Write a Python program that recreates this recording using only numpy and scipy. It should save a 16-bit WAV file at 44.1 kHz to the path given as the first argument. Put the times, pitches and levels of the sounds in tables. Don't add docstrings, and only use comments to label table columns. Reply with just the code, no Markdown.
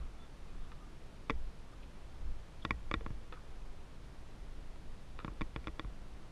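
import sys
import numpy as np
from scipy import signal
from scipy.fft import rfft, irfft, next_fast_len
from scipy.io import wavfile
from scipy.ndimage import uniform_filter1d

SR = 44100
rng = np.random.default_rng(int(sys.argv[2]) if len(sys.argv) > 2 else 0)


def log_audio(samples):
    frames = np.atleast_2d(samples).T
    limited = np.clip(frames, -1, 1)
    pcm = np.round(limited * 32767).astype(np.int16)
    wavfile.write(sys.argv[1], SR, pcm)


N = 278271


def from_db(db):
    return 10 ** (np.asarray(db) / 20)


def rms_one(x):
    return x / np.sqrt(np.mean(x ** 2) + 1e-20)


def add(out, s, sound):
    start = int(round(s * SR))
    out[start:start + len(sound)] += sound[:N - start]


def coloured_noise(spectrum):
    hz, db = np.transpose(spectrum)
    size = next_fast_len(N)
    f = np.maximum(np.fft.rfftfreq(size, 1 / SR), 1)
    skirts = np.minimum(f / hz[0], 1) * np.minimum(hz[-1] / f, 1) ** 2
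    gain = from_db(np.interp(np.log(f), np.log(hz), db)) * skirts
    return rms_one(irfft(rfft(rng.standard_normal(size)) * gain, size)[:N])


def evened(x, window_s=0.2):
    return x / np.sqrt(uniform_filter1d(x ** 2, int(window_s * SR)) + 1e-9)


def sine(pitch_hz):
    return np.sqrt(2) * np.sin(2 * np.pi * np.cumsum(pitch_hz) / SR)


def resonate(x, hz, width_hz):
    r = np.exp(-np.pi * width_hz / SR)
    feedback = [1, -2 * r * np.cos(2 * np.pi * hz / SR), r * r]
    return signal.lfilter(np.array([1, 0, -1]) * (1 - r * r) / 2, feedback, x)


def fade(t, t60):
    return np.exp(-np.log(1000) * t / t60)


# frequency in Hz, relative noise density in dB.
AIR_SPECTRUM = [(50, 3.5), (90, 3.5), (150, 1.5), (220, -3), (310, -5), (400, -7), (800, -11.5),
                (1250, -14), (1700, -17.5), (3500, -22), (5500, -27), (9000, -33.5), (12000, -39.5),
                (14000, -49)]
# pitch in Hz, relative level in dB.
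WHINE_TONES = [(9593, -99), (9652, -91.5)]


def air_and_whine(air_db=-56, waver_hz=6, whine_gain_db=2.5):
    waver = waver_hz * coloured_noise([(2, 0), (20, 0)])
    whine = sum(from_db(db + whine_gain_db) * sine(hz + waver) for hz, db in WHINE_TONES)
    return from_db(air_db) * coloured_noise(AIR_SPECTRUM) + whine


# frequency in Hz, relative density in dB.
SWAY_SPECTRUM = [(9, -11), (13, 6.5), (21, -4.5), (32, -7.5), (50, -19.5), (100, -58)]
RUMBLE_SPECTRUM = [(25, -44), (40, 1.5), (52, 4), (68, -6.5), (100, -21), (200, -26), (500, -49.5)]
# peak time in seconds, half length in seconds,
# relative sway level in dB, relative rumble level in dB.
HEAD_MOVES = [(0.014, 0.089, -41, -41.5), (0.6, 0.15, -41, -58), (1.413, 0.1, -35, -45),
              (1.945, 0.034, -53, -45.5), (2.285, 0.11, -36, -41), (3.017, 0.25, -40.5, -51),
              (3.642, 0.13, -40.5, -68), (4.77, 0.48, -44.5, -59), (5.422, 0.048, -38.5, -61),
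              (6.037, 0.17, -47.5, -52)]


def helmet_rumble(sway_gain_db=-0.5, rumble_gain_db=-2.5, shake_rise_s=0.0032, shake_t60_s=0.34):
    t = np.arange(N) / SR
    sway_power = np.full(N, from_db(-49) ** 2)
    rumble_power = np.full(N, from_db(-54.5) ** 2)
    for s, half_s, sway_db, rumble_db in HEAD_MOVES:
        swell = np.exp(-((t - s) / half_s) ** 2)
        sway_power += (from_db(sway_db) * swell) ** 2
        rumble_power += (from_db(rumble_db) * swell) ** 2
    shake = (1 - np.exp(-t / shake_rise_s)) * fade(t, shake_t60_s)
    for s, *_, shake_db in MOUNT_CLICKS:
        add(rumble_power, s, (from_db(shake_db) * shake) ** 2)
    sway = from_db(sway_gain_db) * np.sqrt(sway_power) * evened(coloured_noise(SWAY_SPECTRUM))
    rumble = from_db(rumble_gain_db) * np.sqrt(rumble_power) * evened(coloured_noise(RUMBLE_SPECTRUM))
    return (sway + rumble) * np.minimum(t / .004, 1)


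# peak time in seconds, half length in seconds,
# pitch in Hz, resonance width in Hz, level in dB.
BIKE_RUBS = [(0.02, 0.05, 1150, 300, -66.5), (0.64, 0.05, 3560, 450, -76), (0.664, 0.13, 1150, 300, -68.5),
             (0.725, 0.0064, 1230, 120, -59), (1.737, 0.009, 1230, 250, -61.5),
             (1.837, 0.0091, 2730, 1300, -62), (2.628, 0.008, 3400, 450, -58),
             (3.371, 0.015, 1220, 400, -58)]


def bike_rubs():
    out, t = np.zeros(N), np.arange(N) / SR
    for s, half_s, hz, width_hz, db in BIKE_RUBS:
        swell = np.exp(-((t - s) / half_s) ** 2)
        band = resonate(resonate(rng.standard_normal(N), hz, width_hz), hz, width_hz)
        band_rms = np.sqrt(np.average(band ** 2, weights=swell))
        out += from_db(db) * swell * band / band_rms
    return out


# peak time in seconds, half length in seconds,
# pitch in Hz, glide in Hz per second, level in dB.
BIKE_SQUEALS = [(0.225, 0.035, 3490, 1202, -69), (0.235, 0.035, 1345, 596, -68.5),
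                (0.5, 0.02, 2460, -600, -73), (0.828, 0.022, 1226, -700, -63.5),
                (0.88, 0.015, 1210, 0.5, -67)]


def bike_squeals(waver_hz=12):
    out, t = np.zeros(N), np.arange(N) / SR
    waver = waver_hz * coloured_noise([(10, 0), (80, 0)])
    for s, half_s, hz, glide, db in BIKE_SQUEALS:
        swell = np.exp(-((t - s) / half_s) ** 2)
        out += from_db(db) * swell * sine(hz + glide * (t - s) + waver)
    return out


# pitch in Hz, width in Hz, relative level in dB.
BIKE_MODES = [(330, 60, 2.5), (510, 36, 6.5), (1030, 120, 1.5), (1250, 92, 9), (1700, 60, -3),
              (2370, 160, -5), (3460, 140, -7)]
# start in seconds, relative level in dB, time to fall 60 dB in seconds.
BIKE_CLUNKS = [(0.7178, -51.5, 0.03), (3.3244, -44.5, 0.071), (3.339, -56, 0.03), (4.759, -60, 0.056),
               (5.190, -43.5, 0.062), (5.201, -58.5, 0.17)]


def bike_clunks(rise_s=0.00049, contacts_per_s=1500, first_contact_db=10, gain_db=1.0):
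    envelope, t = np.zeros(N), np.arange(SR // 4) / SR
    chatter = (rng.random(N) < contacts_per_s / SR) * rng.choice([-1.0, 1.0], N)
    for s, db, t60 in BIKE_CLUNKS:
        add(envelope, s, from_db(db + gain_db) * fade(t, t60) * (1 - np.exp(-t / rise_s)))
        add(chatter, s + rise_s, from_db([first_contact_db]))
    ring = sum(from_db(db) * resonate(chatter, hz, width_hz) for hz, width_hz, db in BIKE_MODES)
    muffled = signal.sosfilt(signal.butter(6, 4000, fs=SR, output="sos"), rms_one(ring))
    return envelope * evened(muffled, window_s=0.015)


def hump(f, hz, q):
    return 1 / np.hypot(1, q * (f / hz - hz / f))


def struck(gain):
    cepstrum = irfft(np.log(gain + 1e-7))
    half = len(cepstrum) // 2
    cepstrum[1:half] *= 2
    cepstrum[half + 1:] = 0
    return irfft(np.exp(rfft(cepstrum)))


def through_shell(x, lag_below_hz=1490):
    r = np.exp(-2 * np.pi * lag_below_hz / SR)
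    for _ in range(3):
        x = signal.lfilter([-r, 1], [1, -r], x)
    return x


# pitch in Hz, width in Hz, relative level in dB.
HOUSING_MODES = [(101, 106, 13.5), (227, 137, 3), (319.3, 61, 8.5), (454, 49, 5), (559, 150, 2.5),
                 (905, 240, 0.5), (1094, 140, 6), (1193, 130, 2), (1380, 165, 3.5), (1726, 215, 2.5),
                 (1910, 43, 4), (2065, 350, 0), (2280, 98, 0), (2400, 200, 2), (2640, 114, -3.5),
                 (2910, 160, -6), (3380, 240, -3.5), (3565, 300, -4.5), (3960, 170, -19), (4560, 330, -12),
                 (5060, 200, -16.5), (5630, 230, -18.5), (6300, 910, -26.5), (7600, 1500, -33)]
# frequency in Hz, gain in dB.
SNAP_SPECTRUM = [(200, -11), (500, -11), (1150, -22), (2300, -9), (3600, -9), (6000, -4), (12000, -7)]
# start in seconds, snap level in dB, snap pitch in Hz, knock level in dB, knock pitch in Hz,
# knock Q, thud level in dB, thud pitch in Hz, thud Q, low shake level in dB.
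MOUNT_CLICKS = [(1.2978, 1, 2530, 5.5, 1160, 2.5, 3.5, 370, 1.3, -42),
                (1.3046, 1.5, 2100, -15, 970, 7, 6, 258, 1.24, -40.5),
                (1.309, -19, 1990, -0.5, 470, 2.1, 0, 250, 2, -45),
                (2.6508, 3, 3600, 2, 1140, 2.2, 3.5, 237, 1.3, -35.5),
                (2.7081, 5.5, 2170, 7, 1030, 4.7, 6, 205, 1.8, -33.5),
                (2.9136, 0.5, 2240, 5.5, 1190, 11, 0.5, 490, 1.1, -40),
                (2.9404, 4.5, 3600, -4, 1580, 2.4, -3.5, 253, 1.8, -37),
                (2.9408, -8, 2600, 5, 1270, 3, 3.5, 255, 1.3, -33),
                (3.0092, -23, 2940, -19, 1200, 1.3, -6, 454, 2.9, -48),
                (3.0632, -20, 1600, -2.5, 1090, 2.8, -2.5, 207, 1.2, -37.5),
                (3.1049, -31, 2370, -25, 1190, 4, -3.5, 110, 0.85, -48),
                (5.247, -13, 3650, -5.5, 1050, 1.25, 5, 200, 2.6, -36.5),
                (5.2801, -19, 2380, -4.5, 1090, 4.9, -0.5, 199, 1.3, -49),
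                (5.3175, -38, 2330, -27, 1150, 3, -13, 290, 2, -56),
                (5.4103, -12, 3640, -5, 1150, 2.8, -3.5, 310, 0.35, -43),
                (5.4167, -4.5, 2190, -4.5, 1020, 3.7, 8.5, 235, 4.1, -42),
                (5.5618, -8.5, 3320, -15, 800, 4.6, -3, 326, 0.34, -39),
                (5.643, -22, 2290, -22, 1430, 3.2, -24, 225, 1.6, -60),
                (5.6717, -5.5, 3600, -3, 1320, 3.9, -3, 290, 0.5, -41),
                (5.6812, -13.5, 2150, -8.5, 1150, 6.8, -3.5, 284, 1.7, -44),
                (5.7955, -2.5, 3680, -2, 1120, 1.7, -1.5, 296, 1.7, -36),
                (5.847, -36, 2680, -14.5, 1100, 4.1, -6.5, 170, 1.06, -39.5)]


def mount_clicks(scatter_db=1.34, snap_hump_db=12.5, snap_q=7.1, slip_lead_s=0.0007, grit_lag_s=0.0012):
    out, f = np.zeros(N), np.maximum(np.fft.rfftfreq(8192, 1 / SR), 1)
    hz, width_hz, mode_db = np.transpose(HOUSING_MODES)
    peaks = 1 / (1 + (2 * (f - hz[:, None]) / width_hz[:, None]) ** 2) ** 2
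    shape_hz, shape_db = np.transpose(SNAP_SPECTRUM)
    snap_shape = from_db(np.interp(np.log(f), np.log(shape_hz), shape_db))
    low_cut = signal.butter(2, 2180, "high", fs=SR, output="sos")
    for s, snap_db, snap_hz, knock_db, knock_hz, knock_q, thud_db, thud_hz, thud_q, _ in MOUNT_CLICKS:
        mode_gains = from_db(mode_db + scatter_db * rng.standard_normal(len(hz)))
        housing_power = mode_gains ** 2 @ peaks
        snap_peak = np.hypot(1, from_db(snap_hump_db) * hump(f, snap_hz, snap_q))
        snap = from_db(snap_db) * snap_shape * snap_peak
        knock = from_db(knock_db) * hump(f, knock_hz, knock_q)
        thud = from_db(thud_db) * hump(f, thud_hz, thud_q)
        contact_power = snap ** 2 + knock ** 2 + thud ** 2
        click = through_shell(struck(np.sqrt(contact_power * housing_power)))
        slip = signal.sosfilt(low_cut, click)
        add(out, s - slip_lead_s * (.5 + rng.random()), 0.36 * rng.choice([-1, 1]) * slip)
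        add(out, s + grit_lag_s * (.5 + rng.random()), 0.19 * rng.choice([-1, 1]) * slip)
        add(out, s, click)
    return out


def scene():
    mix = mount_clicks() + bike_clunks() + bike_rubs() + helmet_rumble() + air_and_whine()
    return (mix + bike_squeals())[None]


def record(dry, cutoff_hz=14300):
    return signal.sosfilt(signal.ellip(10, .1, 80, cutoff_hz, fs=SR, output="sos"), dry)


dry = scene()
out = record(dry)
log_audio(out)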